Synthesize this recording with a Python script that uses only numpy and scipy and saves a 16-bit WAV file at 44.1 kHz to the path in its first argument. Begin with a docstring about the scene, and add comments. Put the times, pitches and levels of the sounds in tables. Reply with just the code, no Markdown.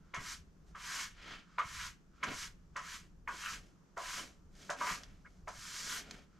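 """Over the low rumble of an open-air sawmill, a man hand-brushes sawdust off a freshly sawn board.
From 0.14 s, nine strokes: each slaps down, then the bristles hiss along the wood as it rings under them.
Meanwhile his shoes scuff in the sawdust and the mill shed answers faintly. From 4.5 s a few chips snap;
at 5.2 s the wood squeaks. The last, longest stroke lifts at 6 s, followed by a scuff and a snap."""
import sys
import numpy as np
from scipy import signal
from scipy.io import wavfile

SR = 44100
rng = np.random.default_rng(int(sys.argv[2]) if len(sys.argv) > 2 else 0)


def digitize_waveform(pressure):
    """Quantize a signal to 16-bit integers and store it at the path in sys.argv[1].

    Rows of a 2-D input are taken as channels; values are limited to [-1, 1].
    """
    field = np.atleast_2d(pressure).T
    bounded = np.clip(field, -1, 1)
    quanta = np.round(bounded * 32767).astype(np.int16)
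    wavfile.write(sys.argv[1], SR, quanta)


N = 281799

# brush strokes: start/s, lift-off/s, hiss/dB, ring/dB, build-up exponent, release/(dB/s)
BRUSH_STROKES = [(.137, 0.337, -47.5, -49, 2.05, 333), (0.743, 1.033, -43.5, -43, 1.52, 284),
                 (1.594, 1.877, -48.5, -47.5, 1.22, 340), (2.226, 2.451, -47, -48.5, 1.7, 357),
                 (2.758, 2.957, -50.5, -49.5, 2.1, 239), (3.271, 3.549, -49, -47.5, 0.97, 334),
                 (3.962, 4.196, -45.5, -45.5, 0.93, 214), (4.757, 4.939, -45, -44.5, 1.08, 266),
                 (5.455, 5.993, -44.5, -49.5, 1.25, 430)]
# hand bears down: t/s, half length/s, rasp/dB, pitch factor, fizz/dB
HAND_PRESSES = [(1.807, 0.018, -46, 1.45, -74), (2.296, 0.049, -46.5, 1.08, -83),
                (3.469, 0.037, -40, 1.27, -76), (4.889, 0.036, -37, 0.98, -65),
                (5.937, 0.054, -44.5, 1.56, -53)]
# brush lands: t/s, ring/dB, knock/dB, crack/dB, crack f/Hz, tick/dB, t60/s
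BRUSH_SLAPS = [(0.137, -44, -55.5, -44, 2100, -53, 0.32), (0.747, -50, -69, -56, 1940, -69, 0.27),
               (1.582, -31.5, -49, -41, 2190, -58, 0.22), (2.228, -37.5, -53.5, -38, 2080, -48.5, 0.13),
               (2.758, -42, -54, -44.5, 1880, -53, 0.28), (3.275, -39, -56, -39.5, 1480, -62, 0.18),
               (3.968, -45, -46, -43, 1360, -57, 0.25), (4.693, -40, -41.5, -39.5, 1660, -47, 0.21),
               (4.807, -35, -47, -39, 1530, -62, 0.38), (5.473, -44, -46.5, -48, 1590, -56.5, 0.21)]
# board bumps the mill bed: t/s, level/dB, t60/s
BOARD_THUDS = [(0.169, -49, 0.4), (1.637, -54.5, 0.36), (2.274, -52.5, 0.4), (4.175, -62, 0.42),
               (4.906, -50, 0.15), (5.571, -58.5, 0.19)]
# shoe drags: peak t/s, rise/s, fall/s, sole/dB, rustle/dB, grit/dB
SHOE_SCUFFS = [(.2, 0.041, 0.041, -62.5, -66, -76), (.68, .012, .04, -72, -78, -74),
               (1.331, 0.13, 0.07, -61, -50.5, -67), (2.29, 0.047, 0.059, -49.5, -48, -74),
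               (3.335, 0.047, 0.034, -60, -63, -72), (3.55, 0.075, 0.14, -68, -70.5, -69),
               (4.19, 0.02, 0.099, -56, -60.5, -62), (4.63, 0.072, 0.084, -65.5, -63, -62),
               (4.83, 0.047, 0.16, -56, -76, -70), (5.06, 0.067, 0.11, -76.5, -68.5, -76),
               (5.33, 0.13, 0.12, -75, -82, -80), (5.97, 0.22, 0.076, -62, -56, -88),
               (6.135, 0.092, 0.091, -59.5, -60, -67)]
# chips break: t/s, level/dB, t60/s
CHIP_SNAPS = [(4.550, -71, .1), (4.625, -63, .1), (5.032, -56, .06), (6.108, -51, .03)]
# arm swings: t/s, level/dB, half length/s
ARM_SWISHES = [(0.117, -73.5, 0.1), (0.73, -78, 0.025), (1.56, -66.5, 0.13), (2.2, -68.5, 0.069),
               (2.76, -71, 0.027), (6.37, -73, 0.076)]
# rumble contour: t/s, level/dB
RUMBLE_CONTOUR = [(0, -65), (.25, -57.5), (.55, -63), (1.05, -60), (1.5, -64.5), (1.85, -57), (2.05, -68),
                  (2.35, -54), (2.9, -62), (3.6, -59), (3.8, -67.5), (4.45, -59.5), (5.4, -65), (5.6, -58),
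                  (5.9, -63.5), (6.39, -64)]
# board resonances: f/Hz, bandwidth/Hz, gain/dB
BOARD_MODES = [(287, 18, -7.5), (347, 17, -6.5), (591, 21, -8), (673, 28, -9.5), (752, 9.3, -1),
               (1018, 46, 5), (1104, 21, 2), (1198, 50, 2.5), (1310, 56, 2), (1439, 65, 2.5),
               (1500, 33, 0.5), (1620, 86, 4), (1760, 40, -5), (1942, 43, -3), (2163, 33, -5.5),
               (2363, 41, -4), (2620, 32, 0.5), (2880, 107, -3.5)]
# landing crack spectrum: multiple of crack f, relative level/dB
CRACK_SHAPE = [(.4, -27), (.75, 0.5), (1., 6.5), (1.2, -1), (1.599, -4), (2.101, -15), (3.5, -43)]

# stroke spectra: f/Hz, relative level/dB
BRISTLE_HISS = [(700, -33), (1200, -12), (2500, -11.5), (3700, -0.5), (4700, 0), (5600, 2), (7000, 1),
                (8300, -6), (10500, -13), (12000, -14), (13000, -17), (15000, -30.5)]
TIP_FIZZ = [(3000, -20), (6000, -3), (9000, -1), (11500, 1), (13000, -3), (15000, -16)]
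LIGHT_RUB = [(300, -36.5), (780, -13.5), (970, -1.5), (1500, 1.5), (2100, 4.5), (3300, 2), (4500, -7),
             (7000, -33.5)]
HARD_RUB = [(400, -28), (780, -10), (980, -1.5), (1250, -5), (1650, -7.5), (2100, 0.5), (3200, -16),
            (5000, -28)]
BASS_RUB = [(60, -5), (170, -8.5), (300, 5), (440, 0), (650, -2.5), (850, -4), (1050, -25), (1600, -49.5)]
# impact spectra: f/Hz, relative level/dB
SLAP_RING = [(400, -37), (800, -5), (980, 2.5), (1250, 5.5), (1500, -10.5), (2200, -46)]
SLAP_KNOCK = [(80, -18.5), (200, -16), (380, -9.5), (570, 5.5), (670, 6.5), (780, 1.5), (900, 6),
              (1300, -27), (3000, -45.5)]
SLAP_TICK = [(1500, -17.5), (3200, 0.5), (4700, -1.5), (6500, 3.5), (8500, -8.5), (12000, -21.5),
             (15000, -41)]
THUD_BODY = [(30, 10), (90, 1), (130, 7.5), (200, 2.5), (330, -11), (600, -30), (2000, -51)]
CHIP_CLICK = [(400, -13), (1400, 3.5), (3600, 6.5), (6500, 3.5), (9000, -13), (15000, -23)]
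# friction and swish spectra: f/Hz, relative level/dB
SOLE_RUB = [(80, -12), (150, 7), (290, 9.5), (420, 1), (600, 4.5), (850, -3), (1500, -40.5)]
DUST_RUSTLE = [(400, -20.5), (800, -7), (1400, 4), (2000, 1.5), (2900, 1.5), (4500, -5.5), (7000, -15.5),
               (12000, -48.5)]
SQUEAK_GRAIN = [(700, -18), (1200, 8), (2200, -13), (3100, -12), (4000, -19), (9000, -63)]
SWISH_BAND = [(600, -29), (1050, -4.5), (1380, 3), (1900, -8.5), (3500, -12.5), (7000, -17.5),
              (12000, -46)]
# background spectra: f/Hz, relative level/dB
FAR_RUMBLE = [(15, -0.5), (35, 7.5), (70, 1.5), (120, -6.5), (200, -13), (500, -59)]
FAR_DRONE = [(70, -27.5), (120, -16), (150, -1), (180, 2), (220, -9), (290, -11.5), (400, -14),
             (600, -26.5), (1200, -50.5)]
AIR_HISS = [(200, -2), (600, 2.5), (900, 2), (1350, 3), (2200, -8), (4000, -12.5), (6000, -7), (7300, -11),
            (9500, -26.5), (15000, -31.5)]
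# echo filter: f/Hz, gain/dB
YARD_TONE = [(100, -12.5), (500, 4.5), (1200, -2.5), (2600, 2.5), (5000, -3.5), (8000, -2), (13000, -1.5)]


def sweeping(rub_db=-25.5, crossover_db=-40.5):
    """Bristles flick over saw marks: their own hiss, the board ringing below."""
    hiss_gain, ring_gain = stroke_gains()
    hiss = unit(colour(flicks(per_s=30000, spread_db=.5), BRISTLE_HISS))
    light = unit(colour(board(flicks(per_s=7700, spread_db=1.5), direct_db=-2), LIGHT_RUB))
    hard = unit(colour(board(flicks(per_s=2600, spread_db=3), direct_db=-11), HARD_RUB))
    pressure = ring_gain ** 2 / (ring_gain ** 2 + amp(crossover_db) ** 2)  # harder push, hollower sound
    ring = np.sqrt(1 - pressure) * light + np.sqrt(pressure) * hard
    rub = unit(colour(board(flicks(per_s=2500, spread_db=3), direct_db=-3.5), BASS_RUB))
    grip_slip = amp(.5 * drift(per_s=72))
    return grip_slip * (hiss_gain * hiss + ring_gain * (ring + amp(rub_db) * rub))


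def stroke_gains(lift_ease_s=.0062, ring_build=.83, dust_db=-30.5, dust_fall_db_per_s=64):
    """Hiss and ring grow with brush speed and die at lift-off; thrown dust trickles on."""
    t, hiss, ring = np.arange(N) / SR, np.zeros(N), np.zeros(N)
    for start_s, lift_s, hiss_db, ring_db, build, release_db_per_s in BRUSH_STROKES:
        speed = np.sin(np.pi / 2 * np.clip((t - start_s) / (lift_s - start_s), 0, 1))
        lifted_s = lift_ease_s * np.logaddexp(0, (t - lift_s) / lift_ease_s)
        contact = amp(-release_db_per_s * lifted_s)
        dust = amp(dust_db - dust_fall_db_per_s * lifted_s)
        hiss += amp(hiss_db) * speed ** build * np.hypot(contact, dust)
        ring += amp(ring_db) * speed ** (build * ring_build) * contact
    return hiss, ring


def board(contact, direct_db):
    """Contact noise, direct and through the board's modes."""
    out = amp(direct_db) * contact
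    for hz, width_hz, db in BOARD_MODES:
        coupling = amp(2.5 * drift(per_s=14, count=len(contact)))  # brush crosses nodes and antinodes
        out += amp(db) * signal.lfilter(*signal.iirpeak(hz, hz / width_hz, SR), coupling * contact)
    return out


def presses(count=13230):
    """The bent tuft catches harder on the saw marks: short board rasp, fizz from the tips."""
    t, out = (np.arange(count) - count / 2) / SR, np.zeros(N)
    for at_s, half_s, rasp_db, pitch_factor, fizz_db in HAND_PRESSES:
        catches = flicks(per_s=3000, spread_db=1, count=count)
        rasp = colour(board(catches, direct_db=-6), np.array(HARD_RUB) * [pitch_factor, 1])
        fizz = colour(flicks(per_s=30000, spread_db=.5, count=count), TIP_FIZZ)
        swell = np.exp(-(t / half_s) ** 2)
        add(out, at_s + t[0], swell * (amp(rasp_db) * unit(rasp) + amp(fizz_db) * unit(fizz)))
    return out


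def slaps(stagger_s=.003):
    """Longest bristles touch first; the whole tuft lands, rings the wood and splays."""
    out = np.zeros(N)
    for at_s, ring_db, knock_db, crack_db, crack_hz, tick_db, t60_s in BRUSH_SLAPS:
        hit = blow(t60_s, rise_s=.0018, bite=1.1, bite_s=.00099)
        touch = blow(.06, rise_s=.00079, bite=.2, bite_s=.003)
        crack_spectrum = np.array(CRACK_SHAPE) * [crack_hz, 1]
        add(out, at_s - stagger_s, at_level(colour(touch, SLAP_RING), ring_db - 17))
        add(out, at_s, at_level(colour(board(hit, direct_db=-7.5), SLAP_RING), ring_db))
        add(out, at_s, at_level(colour(board(hit, direct_db=-1), crack_spectrum), crack_db))
        add(out, at_s, at_level(colour(board(hit, direct_db=-3.5), SLAP_KNOCK), knock_db))
        splay = blow(t60_s, rise_s=.0065, bite=.59, bite_s=.015)
        add(out, at_s + stagger_s, at_level(colour(splay, SLAP_TICK), tick_db))
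    return out


def squeak(at_s=5.245, length_s=.036, drive_db=-57.5, from_hz=1190, to_hz=2100, glide_s=.0163):
    """Uneven slips speed up and ring the board."""
    t, out = np.arange(0, length_s, 1 / SR), np.zeros(N)
    slip_hz = np.interp(t, [0, glide_s], [from_hz, to_hz])
    slip_hz *= 1 + .08 * drift(per_s=1500, count=len(t))
    grain = noise(SQUEAK_GRAIN, len(t))
    slips = unit(np.sin(2 * np.pi * np.cumsum(slip_hz) / SR) + .35 * grain)
    add(out, at_s, amp(drive_db) * np.sin(np.pi * t / length_s) * slips)
    return board(out, direct_db=-10)


def thuds():
    """The board bumps dully on the mill bed."""
    out = np.zeros(N)
    for at_s, db, t60_s in BOARD_THUDS:
        bump = blow(t60_s, rise_s=.0083, bite=.106, bite_s=.0091)
        add(out, at_s, at_level(colour(bump, THUD_BODY), db))
    return out


def shoes():
    """Soles drag through loose sawdust; a few chips snap."""
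    t, out = np.arange(N) / SR, np.zeros(N)
    sole, rustle, grit = noise(SOLE_RUB), noise(DUST_RUSTLE), noise(BRISTLE_HISS)
    for peak_s, rise_s, fall_s, sole_db, rustle_db, grit_db in SHOE_SCUFFS:
        weight = np.exp(-((t - peak_s) / np.where(t < peak_s, rise_s, fall_s)) ** 2)
        out += weight * (amp(sole_db) * sole + amp(rustle_db) * rustle + amp(grit_db) * grit)
    out *= amp(1.4 * drift(per_s=160))  # dust yields in clumps
    for at_s, db, t60_s in CHIP_SNAPS:
        snap = blow(t60_s, rise_s=.0036, bite=2.3, bite_s=.0015)
        add(out, at_s, at_level(colour(snap, CHIP_CLICK), db))
    return out


def swishes():
    """The arm swings back in: faint swells of narrow noise."""
    t = np.arange(N) / SR
    gain = sum(amp(db) * np.exp(-((t - at_s) / half_s) ** 2) for at_s, db, half_s in ARM_SWISHES)
    return gain * noise(SWISH_BAND)


def yard(x, t60_s, treble_t60_s, echoes_per_s=3000, count=22050):
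    """Scattered echoes off mill, shed and trees, independent per ear."""
    taps = rng.standard_normal((2, count)) * (rng.random((2, count)) < echoes_per_s / SR)
    hz, t, bands = signal.stft(taps, SR, nperseg=256)
    band_t60_s = np.interp(hz, [1000, 7000], [t60_s, treble_t60_s])[:, None]
    early = 6.7 * np.exp(-t / .01)  # mill bed and ground answer first
    response = signal.istft(bands * (amp(-60 * t / band_t60_s) + early), SR)[1]
    response /= np.linalg.norm(response, axis=1, keepdims=True)
    echoes = signal.fftconvolve(x[None], response, axes=1)[:, :N]
    return np.array([colour(ear, YARD_TONE) for ear in echoes])


def outdoors(swell_db=3, drone_db=-66, air_db=-75.5):
    """Lumpy rumble, far wavering drone, thin hiss of air."""
    rumble_db = np.interp(np.arange(N) / SR, *np.transpose(RUMBLE_CONTOUR))
    rumble = amp(rumble_db + swell_db * drift(per_s=9)) * stereo_noise(FAR_RUMBLE, side_db=-16)
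    drone = amp(drone_db + 1.06 * drift(per_s=9.9)) * stereo_noise(FAR_DRONE, side_db=-7)
    air = amp(air_db + .9 * drift(per_s=2.61)) * stereo_noise(AIR_HISS, side_db=-3)
    return rumble + drone + air


def flicks(per_s, spread_db, count=N):
    """Random tiny impacts, a few larger; rms 1."""
    size = amp(spread_db * np.minimum(rng.exponential(1, count), 4))
    return unit(rng.standard_normal(count) * size * (rng.random(count) < per_s / SR))


def blow(t60_s, rise_s, bite, bite_s, count=22050):
    """Impact cluster: quick rise, hard first bite, rattle with t60 capped at 1/3 s."""
    t = np.arange(count) / SR
    attack = np.minimum(t / rise_s, 1) ** 2
    decay = amp(-60 * t / min(t60_s, 1 / 3)) + bite * np.exp(-t / bite_s)
    return flicks(per_s=9000, spread_db=.5, count=count) * attack * decay


def noise(spectrum, count=N):
    """Coloured noise, rms 1."""
    return unit(colour(rng.standard_normal(count), spectrum))


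def stereo_noise(spectrum, side_db):
    """Mid/side coloured noise, rms 1."""
    mid, side = noise(spectrum), amp(side_db) * noise(spectrum)
    return unit(np.array([mid + side, mid - side]))


def drift(per_s, count=N):
    """Ramps between random values, rms about 1."""
    position = np.arange(count) * per_s / SR
    values = rng.standard_normal(int(position[-1]) + 2)
    return np.sqrt(3 / 2) * np.interp(position, np.arange(len(values)), values)


def colour(x, spectrum, size=4096):
    """Minimum-phase filter from (f/Hz, gain/dB) points."""
    hz, db = np.transpose(spectrum)
    bin_hz = abs(np.fft.fftfreq(size, 1 / SR)) + 1
    log_gain = np.log(amp(np.interp(np.log(bin_hz), np.log(hz), db)))
    taps = np.fft.ifft(np.exp(signal.hilbert(log_gain).conj())).real
    return signal.oaconvolve(x, taps[:size // 2])[:len(x)]


def at_level(hit, db):
    """Sets the rms of a hit's first 25 ms."""
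    return amp(db) * hit / np.sqrt(np.mean(hit[:1100] ** 2))


def amp(db):
    """dB to gain."""
    return 10 ** (np.asarray(db) / 20)


def unit(x):
    """Scales to rms 1."""
    return x / np.sqrt(np.mean(x ** 2) + 1e-20)


def add(mix, at_s, sound):
    """Mixes a sound in at at_s."""
    part = mix[max(round(at_s * SR), 0):][:len(sound)]
    part += sound[:len(part)]


def scene(echo_db=-7.5):
    """Brush, board and shoes near centre, in the open yard."""
    work = sweeping() + presses() + slaps() + squeak() + swishes() + thuds() + shoes()
    echoes = amp(echo_db) * yard(work, t60_s=.55, treble_t60_s=.24)
    return work * amp([[-.7], [-.2]]) + echoes + outdoors()


def record(dry, cutoff_hz=15000):
    """Linear-phase low-pass."""
    taps = signal.firwin(511, cutoff_hz, window=("kaiser", 9), fs=SR)
    return signal.oaconvolve(dry, taps[None], "same")


dry = scene()
out = record(dry)
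digitize_waveform(out)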